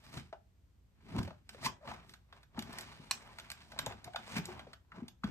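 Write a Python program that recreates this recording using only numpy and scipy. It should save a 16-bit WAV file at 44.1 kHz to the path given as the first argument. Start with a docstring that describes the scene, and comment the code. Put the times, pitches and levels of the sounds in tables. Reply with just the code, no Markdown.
"""A large hollow plastic toy dinosaur is lifted and turned on a carpet, and small figures are pushed
against it. Hard parts click, the shell knocks, the belly thumps and a stiff joint snaps over once.
Hands and figures rub and scuff over the scaly skin; the sliding makes the body murmur and now and
then catches in a creak or squeak. The toy lies a little to the left in a small, quiet living room."""
import sys
import numpy as np
from scipy import signal
from scipy.fft import rfft, irfft, next_fast_len
from scipy.io import wavfile

SR = 44100
rng = np.random.default_rng(int(sys.argv[2]) if len(sys.argv) > 2 else 0)


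def master(y):
    """Save y as 16-bit WAV."""
    cut = np.clip(np.atleast_2d(y).T, -1, 1)
    pcm = np.round(cut * 32767)  # scale
    wavfile.write(sys.argv[1], SR, pcm.astype(np.int16))


N = 233950
TIME = np.arange(N) / SR
HIT_TIME = TIME[:8192]
GESTURE_TIME = np.arange(0, N + 32, 32) / SR   # coarse clock for hand movements


def clicks(ring_db=-20, light_ring_db=-6, chatter_db=1.5, soft_rise_s=0.00084):
    """Hard parts meet: damped wall modes and a short ring. Light touches chatter longer, ring less."""
    # Small parts clicking together. Each row: start in seconds, level in dB, brightness in dB per octave.
    touches = [(0.171, -50.5, -3), (1.187, -48.5, -2), (1.229, -53, 1.5), (1.276, -58, -4),
               (1.305, -61.5, -8), (1.491, -51, 1.5), (1.627, -56.5, -8), (1.664, -48, 4.5),
               (1.874, -51, -5.5), (2.093, -59.5, 1.5), (2.136, -56, -1), (2.325, -58, -6),
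               (2.43, -64.5, -0.5), (2.591, -43.5, 1), (2.623, -50.5, 1), (2.728, -55, 2.5),
               (2.785, -46, 3.5), (2.809, -52.5, 4.5), (3.385, -48, -1.5), (3.397, -52.5, 0.5),
               (3.501, -47.5, 2), (3.516, -47, 3), (3.718, -53.5, -2.5), (3.789, -35.5, 0),
               (3.862, -44, 3.5), (3.921, -53, -4.5), (4.043, -53.5, 4), (4.134, -59, -2.5),
               (4.159, -40, -4), (4.455, -54.5, 8.5), (4.593, -51, -5), (4.731, -53.5, -2),
               (5.081, -54.5, 2), (5.24, -47.5, -3.5)]
    # The low, middle and high zones of a click. Each row: lower edge in Hz, upper edge in Hz.
    zones = [(600, 1500), (1500, 4000), (4000, 14000)]
    # The tone of all clicks. Each row: frequency in Hz, gain in dB.
    click_tone = [(600, -2.5), (1000, -5), (2000, 2.7), (3200, 1), (4400, 5), (6000, 0.5), (8000, 1.3),
                  (12000, 5), (14000, 1)]
    zone_db, zone_t60_s = (-14, -13.5, -17), (.032, .026, .02)
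    out, t = np.zeros(N), HIT_TIME
    for s, db, brightness in touches:
        lightness = np.interp(db + 2 * brightness, [-58, -40], [1, 0])   # 1 when quiet and dull
        flutter = np.interp(t, t[::64], rng.standard_normal(len(t[::64])))
        walls = rng.standard_normal(len(t)) * from_db(chatter_db * flutter)
        ring = from_db(ring_db + light_ring_db * lightness) * shell_ring(size=rng.uniform(0.95, 1.3))
        attack = 1 - np.exp(-t / (soft_rise_s * (lightness + .15)))
        for edges, trim_db, t60 in zip(zones, zone_db, zone_t60_s):
            blow = (walls * fade(t, t60 * (1 + .5 * lightness)) + ring) * attack
            gain = from_db(db + trim_db + tilt_db(brightness, edges))
            add(out, s, gain * rms_one(band(blow, *edges, order=3)))
    return colour(out, click_tone)


def knocks(t60=0.051, width_ratio=1.324, rise_s=0.00017, edge_db=-18, trim_db=-4.5):
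    """A blunt contact wakes only the lower wall modes."""
    # Knocks on the shell. Each row: start in seconds, level in dB, centre frequency in Hz.
    hits = [(0.327, -31.5, 760), (1.147, -37, 815), (1.275, -34.5, 646), (1.306, -40, 630),
            (1.546, -39.5, 440), (1.874, -48, 860), (1.912, -48, 880), (2.575, -30.5, 950),
            (3.734, -41, 664), (3.762, -37.5, 670), (3.864, -24, 700), (3.908, -34.5, 590),
            (4.078, -39.5, 686), (4.486, -37.5, 865), (4.668, -40.5, 535), (4.918, -37.5, 1450),
            (5.235, -23.5, 1296)]
    out, t = np.zeros(N), HIT_TIME
    for s, db, hz in hits:
        blow = rng.standard_normal(len(t)) * fade(t, t60) * (1 - np.exp(-t / rise_s))
        knock = band(blow, hz / width_ratio, hz * width_ratio) + from_db(edge_db) * band(blow, 330, 2140)
        add(out, s, knock / np.abs(knock).max() * from_db(db + trim_db))
    return out


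def thumps(t60=0.051, rise_s=0.0043, weight_hz=85, weight_db=-14, wall_db=-14, trim_db=0.5):
    """The hollow belly booms for a few cycles over the low push of its weight."""
    # The body bumps against hands and carpet. Each row: start in seconds, level in dB, pitch in Hz.
    bumps = [(0.168, -31.5, 128), (1.15, -29, 191), (1.17, -31, 230), (1.186, -29, 119), (1.197, -30, 180),
             (1.224, -37.5, 240), (1.662, -37, 250), (2.58, -30.5, 227), (2.624, -43, 212),
             (2.691, -42, 228), (2.996, -42.5, 158), (3.867, -38.5, 228), (4.364, -28.5, 206),
             (4.385, -28.5, 168.5), (4.976, -40, 192), (5.021, -34, 237.5), (5.241, -25, 202)]
    out, t = np.zeros(N), HIT_TIME
    settle = fade(t, t60=0.089)
    for s, db, hz in bumps:
        belly = np.sin(2 * np.pi * hz * t) * fade(t, t60)
        weight = from_db(weight_db) * np.sin(2 * np.pi * weight_hz * t) * settle
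        walls = from_db(wall_db) * rms_one(band(rng.standard_normal(len(t)), 120, 290)) * settle
        thump = (belly + weight + walls) * (1 - np.exp(-t / rise_s))
        add(out, s, thump / np.abs(thump).max() * from_db(db + trim_db))
    return band(out, 78, 530)


def joint_snap(start_s=3.1101, level_db=-30, crack_db=12, crack_t60=0.026, rise_s=0.000095):
    """A stiff joint lets go in two quick slips; each is a dry crack that sets the whole shell ringing."""
    out, t = np.zeros(N), HIT_TIME
    for delay_s, slip_db in [(0, 0), (.0028, -3)]:
        crack = from_db(crack_db) * band(rng.standard_normal(len(t)), 950, 12000)
        blow = (shell_ring() + crack * fade(t, crack_t60)) * (1 - np.exp(-t / rise_s))
        onset_rms = np.std(blow[:SR // 100])
        add(out, start_s + delay_s, from_db(level_db + slip_db) * blow / onset_rms)
    return out


def shell_ring(size=1.0, spread_db=5):
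    """Each blow wakes the modes with strengths of its own; a bigger part rings lower."""
    # Modes of the hard plastic. Each row: frequency in Hz, level in dB, seconds to fall by 60 dB.
    modes = [(1070, 0, .03), (1520, -8, .02), (1857, -3, .025), (2466, 0, .028), (2900, -8, .018),
             (3620, -3, .014), (4100, 3, .018), (4305, 6, .026), (4450, 2, .022), (5950, -13, .014),
             (7450, 2, .012), (7930, 7, .018), (8350, 5, .018), (8800, 4, .012), (12200, -8, .004)]
    hz, level_db, t60 = np.transpose(modes)[:, :, None]
    strength = from_db(level_db + spread_db * rng.standard_normal(hz.shape))
    polarity = rng.choice([-1, 1], hz.shape)
    partials = strength * polarity * np.sin(2 * np.pi * hz / size * HIT_TIME)
    return np.sum(partials * fade(HIT_TIME, t60), axis=0)


def squeaks(trim_db=0.5, waver=0.055, rough_db=3.0, overtone_db=(-15, -16)):
    """Plastic sticks and slips on plastic, locking briefly onto one wall mode with an unsteady tone."""
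    # Squeaks. Each row: peak time in seconds, level in dB, pitch in Hz, swell and fall in seconds.
    chirps = [(1.663, -40, 910, .008, .010), (1.667, -32, 1085, .003, .012), (1.858, -50, 585, .025, .007),
              (1.880, -55, 880, .008, .03), (4.084, -53, 680, .016, .005), (4.148, -38, 730, .002, .004),
              (4.490, -45, 360, .008, .008)]
    wavering_time = np.cumsum(1 + waver * drift(71.6)) / SR
    out = 0
    for peak_s, db, hz, swell_s, fall_s in chirps:
        phase = 2 * np.pi * hz * wavering_time
        overtones = sum(from_db(level) * np.sin(k * phase) for k, level in enumerate(overtone_db, 2))
        envelope = from_db(db + trim_db) * in_time(stroke(peak_s, swell_s, fall_s))
        out = out + envelope * (np.sin(phase) + overtones)
    return np.sqrt(2) * out * from_db(rough_db * drift(58))


def contacts(grip_start_s=2.65, grip_end_s=4.7, grip_db=-63, sag_db_per_s=6, grip_brightness=-0.11):
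    """Strokes and one long, slackening grip, each as (strength in time, brightness, murmur in dB)."""
    # A hand or figure slides over the skin. Each row: peak time in seconds, level in dB, swell and
    # fall in seconds, brightness in dB per octave, body murmur in dB relative to the stroke.
    strokes = [(0.069, -65, 0.13, 0.088, 0.5, -4), (0.143, -46.5, 0.0027, 0.0059, -1, -3),
               (0.176, -53.5, 0.062, 0.04, 0, 3.5), (1.179, -55.5, 0.046, 0.051, -4.5, 15.5),
               (1.177, -55, 0.053, 0.064, -0.5, 9.5), (1.19, -39.5, 0.0038, 0.0047, -2, 4),
               (1.535, -63, 0.027, 0.031, 1.5, 1), (1.658, -54.5, 0.043, 0.045, -2.5, 7),
               (1.659, -40, 0.015, 0.013, 2.5, -13.0), (1.891, -52.5, 0.028, 0.079, -2.5, 1.0),
               (2.106, -66, 0.028, 0.039, 4, 6.5), (2.354, -69.0, 0.037, 0.057, -2.5, -1),
               (2.573, -61, 0.02, 0.13, -4, 7.5), (2.713, -57.5, 0.036, 0.22, -1, 1.0),
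               (3.302, -65.5, 0.14, 0.11, -3, -0.5), (3.557, -65.5, 0.013, 0.15, 0.5, -17),
               (3.87, -56.5, 0.082, 0.067, -2.5, 7.5), (4.078, -59, 0.03, 0.013, -3.5, 5.5),
               (4.192, -60.5, 0.024, 0.081, -1, 0), (4.382, -42.5, 0.057, 0.011, 0, -2.5),
               (4.502, -55.5, 0.13, 0.061, -1.5, 1.5), (4.558, -64, 0.023, 0.086, -5.5, 11),
               (4.959, -64.5, 0.022, 0.058, -5, 8.5), (5.28, -61.5, 0.021, 0.104, -1, 16.5)]
    slides = [(from_db(db) * stroke(s, swell_s, fall_s), brightness, murmur_db)
              for s, db, swell_s, fall_s, brightness, murmur_db in strokes]
    held = stroke(grip_start_s, swell_s=0.023, fall_s=.06, hold_s=grip_end_s - grip_start_s)
    grip = held * from_db(grip_db - sag_db_per_s * (GESTURE_TIME - grip_start_s))
    return slides + [(grip, grip_brightness, 0)]


def stroke(peak_s, swell_s, fall_s, hold_s=0):
    """A push that builds up, perhaps holds, and lets go."""
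    before = (peak_s - GESTURE_TIME) / swell_s
    after = (GESTURE_TIME - peak_s - hold_s) / fall_s
    return np.exp(-np.clip(np.maximum(before, after), 0, 20))


def rubbing(sliding, zone_db=(-1, -1, -4.5, -8), uneven_db=1.97):
    """All contacts share one friction sound, each with its own strength and brightness."""
    source, out = friction(), 0
    pressure = from_db(uneven_db * drift(38))
    for edges, trim_db in zip([(430, 1500), (1500, 4000), (4000, 9500), (9500, 15000)], zone_db):
        envelope = from_db(trim_db) * in_time(np.sqrt(sliding_power(sliding, edges)))
        out = out + envelope * pressure * rms_one(band(source, *edges, order=4))
    return out


def friction(slips_per_s=1200, catches_per_s=70, catch_db=-3, hiss=0.92, patchy_db=2.5):
    """Tiny slips and coarser catches on the scales, over a hiss of skin and cloth."""
    catch_envelope = signal.fftconvolve(np.abs(slips(catches_per_s)), fade(HIT_TIME, 0.012))[:N]
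    catches = from_db(catch_db) * rms_one(catch_envelope * rng.standard_normal(N))
    force = slips(slips_per_s) + catches + hiss * rng.standard_normal(N) + diffuse(N)
    # The tone of rubbed scales. Each row: frequency in Hz, gain in dB.
    rub_tone = [(300, 10), (450, 4), (700, 6.5), (1000, 8), (1500, 1), (2300, 6.5), (3300, -2), (5000, -8),
                (8500, -19), (12500, -25.5), (15000, -19.5)]
    out, below = 0, 0
    for hz in np.geomspace(550, 15000, 14):   # the colour shifts as the contact wanders
        up_to_here = signal.sosfiltfilt(signal.butter(3, hz, fs=SR, output="sos"), force)
        out = out + (up_to_here - below) * from_db(patchy_db * drift(4.9))
        below = up_to_here
    return colour(out, rub_tone)


def slips(per_s):
    """Random tiny impulses of uneven size and either sign; rms 1."""
    sizes = from_db(3.5 * np.minimum(rng.exponential(1, N), 3)) * rng.choice([-1, 1], N)
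    return rms_one((rng.random(N) < per_s / SR) * sizes)


def body_murmur(sliding, trim_db=2.5):
    """The sliding contacts make the hollow body murmur."""
    # The tone of the hollow body. Each row: frequency in Hz, gain in dB.
    body_tone = [(21, -38), (35, -10.5), (70, -1.5), (144, -1), (172, -4), (249, -3.5), (287, -11.5),
                 (364, -11.5), (440, -17.5), (600, -30), (780, -67.5), (1320, -120)]
    power = sum((strength * from_db(murmur_db + trim_db)) ** 2 for strength, _, murmur_db in sliding)
    return in_time(np.sqrt(power)) * rms_one(colour(diffuse(N), body_tone))


def creaks(sliding, per_s=28, low_hz=530, high_hz=2470, trim_db=1.5, range_db=7, t60=0.021, rise_s=.0008):
    """Now and then the sliding catches and one wall mode rings, as strongly as the toy is rubbed."""
    out, t = np.zeros(N), HIT_TIME
    power = sliding_power(sliding, (low_hz, high_hz))
    envelope = fade(t, t60) * (1 - np.exp(-t / rise_s))
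    waits, pitches, forces = rng.random((400, 3)).T
    times = np.cumsum(-np.log(1 - waits)) / per_s
    for s, pitch, force in zip(times[times < TIME[-1]], pitches, forces):
        hz = low_hz * (high_hz / low_hz) ** pitch
        gain = np.sqrt(np.interp(s, GESTURE_TIME, power) * low_hz / hz)
        gain *= from_db(trim_db + range_db * force)
        add(out, s, gain * np.sin(2 * np.pi * hz * t) * envelope)
    return out


def living_room(x, wet_db=-9, gap_s=0.002, build_s=0.0012):
    """The small room answers with a diffuse tail that dies soonest in the treble."""
    # Reverberation. Each row: frequency in Hz, seconds to fall by 60 dB.
    decay_times = [(100, 0.31), (300, 0.27), (1000, 0.24), (3000, 0.19), (8000, 0.17), (15000, 0.076)]
    t, tail = TIME[:SR // 2], 0
    noise, edges = diffuse(len(t)), np.geomspace(60, 16000, 9)
    for low, high in zip(edges, edges[1:]):
        tail = tail + band(noise, low, high) * fade(t, at_hz(decay_times, np.sqrt(low * high)))
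    tail = tail * (1 - np.exp(-np.maximum(t - gap_s, 0) / build_s))
    tail = tail / np.sqrt(np.sum(tail ** 2) / 2)
    return from_db(wet_db) * signal.fftconvolve(x.mean(axis=0)[None], tail)[:, :N]


def room_tone(level_db=-63.5):
    """A faint, steady bed of low noise fills the room."""
    # The tone of the quiet room. Each row: frequency in Hz, gain in dB.
    bed_tone = [(25, -30), (40, -13), (62, -5.5), (100, -12), (280, -29.5), (700, -39.5), (2000, -45.5),
                (8000, -52), (12500, -49), (15000, -49)]
    return from_db(level_db) * rms_one(colour(diffuse(N), bed_tone))


def diffuse(size):
    """Stereo white noise, alike in the bass and nearly unrelated in the treble."""
    # The width of diffuse sound. Each row: frequency in Hz, left-right likeness from 0 to 1.
    likeness = [(60, 0.84), (250, 0.76), (600, 0.06), (1500, 0.069), (4000, 0.13), (12000, 0.035)]
    mid, side = rfft(rng.standard_normal((2, size)))
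    alike = at_hz(likeness, np.fft.rfftfreq(size, 1 / SR))
    return rms_one(irfft(np.sqrt(1 + alike) * mid + np.sqrt(1 - alike) * side * [[1], [-1]], size))


def placed(x, lead_s):
    """A sound reaches the left microphone first."""
    left, right = np.broadcast_to(x, (2, N))
    return np.array([left, colour(right, [(1000, 0)], delay_s=lead_s)])


def sliding_power(sliding, edges_hz):
    """The summed power of all contacts in one band, over time."""
    return sum((strength * from_db(tilt_db(brightness, edges_hz))) ** 2
               for strength, brightness, _ in sliding)


def tilt_db(brightness, edges_hz, pivot_hz=2450):
    """Gain of a band when the spectrum leans about the pivot by so many dB per octave."""
    return brightness * np.log2(np.sqrt(np.prod(edges_hz)) / pivot_hz)


def drift(rate_hz):
    """A smooth random wander with a spread of 1."""
    pole = np.exp(-80 * np.pi * rate_hz / SR)
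    noise = rng.standard_normal(N // 40 + 2002)
    slow = signal.lfilter([1], [1, -2 * pole, pole * pole], noise)[2000:]
    return np.interp(np.arange(N) / 40, np.arange(len(slow)), rms_one(slow))


def colour(x, spectrum, delay_s=0):
    """Equalise a long signal by (Hz, dB) points and delay it."""
    size = next_fast_len(x.shape[-1] + 4096)
    hz = np.fft.rfftfreq(size, 1 / SR)
    response = from_db(at_hz(spectrum, hz)) * np.exp(-2j * np.pi * hz * delay_s)
    return irfft(rfft(x, size) * response, size)[..., :x.shape[-1]]


def band(x, low_hz, high_hz, order=2):
    """Causal band-pass."""
    return signal.sosfilt(signal.butter(order, [low_hz, high_hz], "band", fs=SR, output="sos"), x)


def at_hz(points, hz):
    """Read a table on a log-frequency axis."""
    points = np.array(points)
    return np.interp(np.log(np.maximum(hz, 1)), np.log(points[:, 0]), points[:, 1])


def in_time(gesture):
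    """Spread a gesture over every sample."""
    return np.interp(TIME, GESTURE_TIME, gesture)


def fade(t, t60):
    """Exponential decay, 60 dB down after t60 seconds."""
    return np.exp(-np.log(1000) * t / t60)


def add(out, s, sound):
    """Mix a sound in at s seconds."""
    start = round(s * SR)
    out[start:start + len(sound)] += sound[:N - start]


def from_db(db):
    """Decibels to gain."""
    return 10 ** (np.asarray(db) / 20)


def rms_one(x):
    """Scale to rms 1."""
    return x / np.sqrt(np.mean(x ** 2) + 1e-20)


def scene():
    """The toy lies a little nearer to the left microphone, in a quiet room."""
    # Stereo balance. Each row: frequency in Hz, level of left over right in dB.
    balance = [(60, -3.5), (150, 2.5), (300, 2), (600, 3), (1100, 3), (2000, -1.5), (4000, -4), (7000, 0.8),
               (14000, -0.5)]
    sliding, joint = contacts(), joint_snap()
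    toy = clicks() + knocks() + thumps() + squeaks()
    toy = toy + rubbing(sliding) + body_murmur(sliding) + creaks(sliding)
    direct = placed(toy, lead_s=0.00013) + placed(joint, lead_s=0.00002)   # the joint is almost central
    left, right = direct + living_room(toy + from_db(2.5) * joint)
    left = colour(left, [(hz, db / 2) for hz, db in balance])
    right = colour(right, [(hz, -db / 2) for hz, db in balance])
    return np.array([left, right]) + room_tone()


def record(dry, stop_hz=16500):
    """The microphone thins the deep bass and has a dip in the high treble; the top is cut."""
    # Microphone response. Each row: frequency in Hz, gain in dB.
    microphone = [(20, -12), (50, -2.75), (3000, -0.24), (8500, -1.0), (9400, -3.5), (10050, -21.5),
                  (10800, -15.5), (11700, -1.5), (14000, -10.5), (15500, -24.0)]
    top_cut = signal.cheby2(12, 60, stop_hz, fs=SR, output="sos")
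    return signal.sosfilt(top_cut, colour(dry, microphone))


dry = scene()
out = record(dry)
master(out)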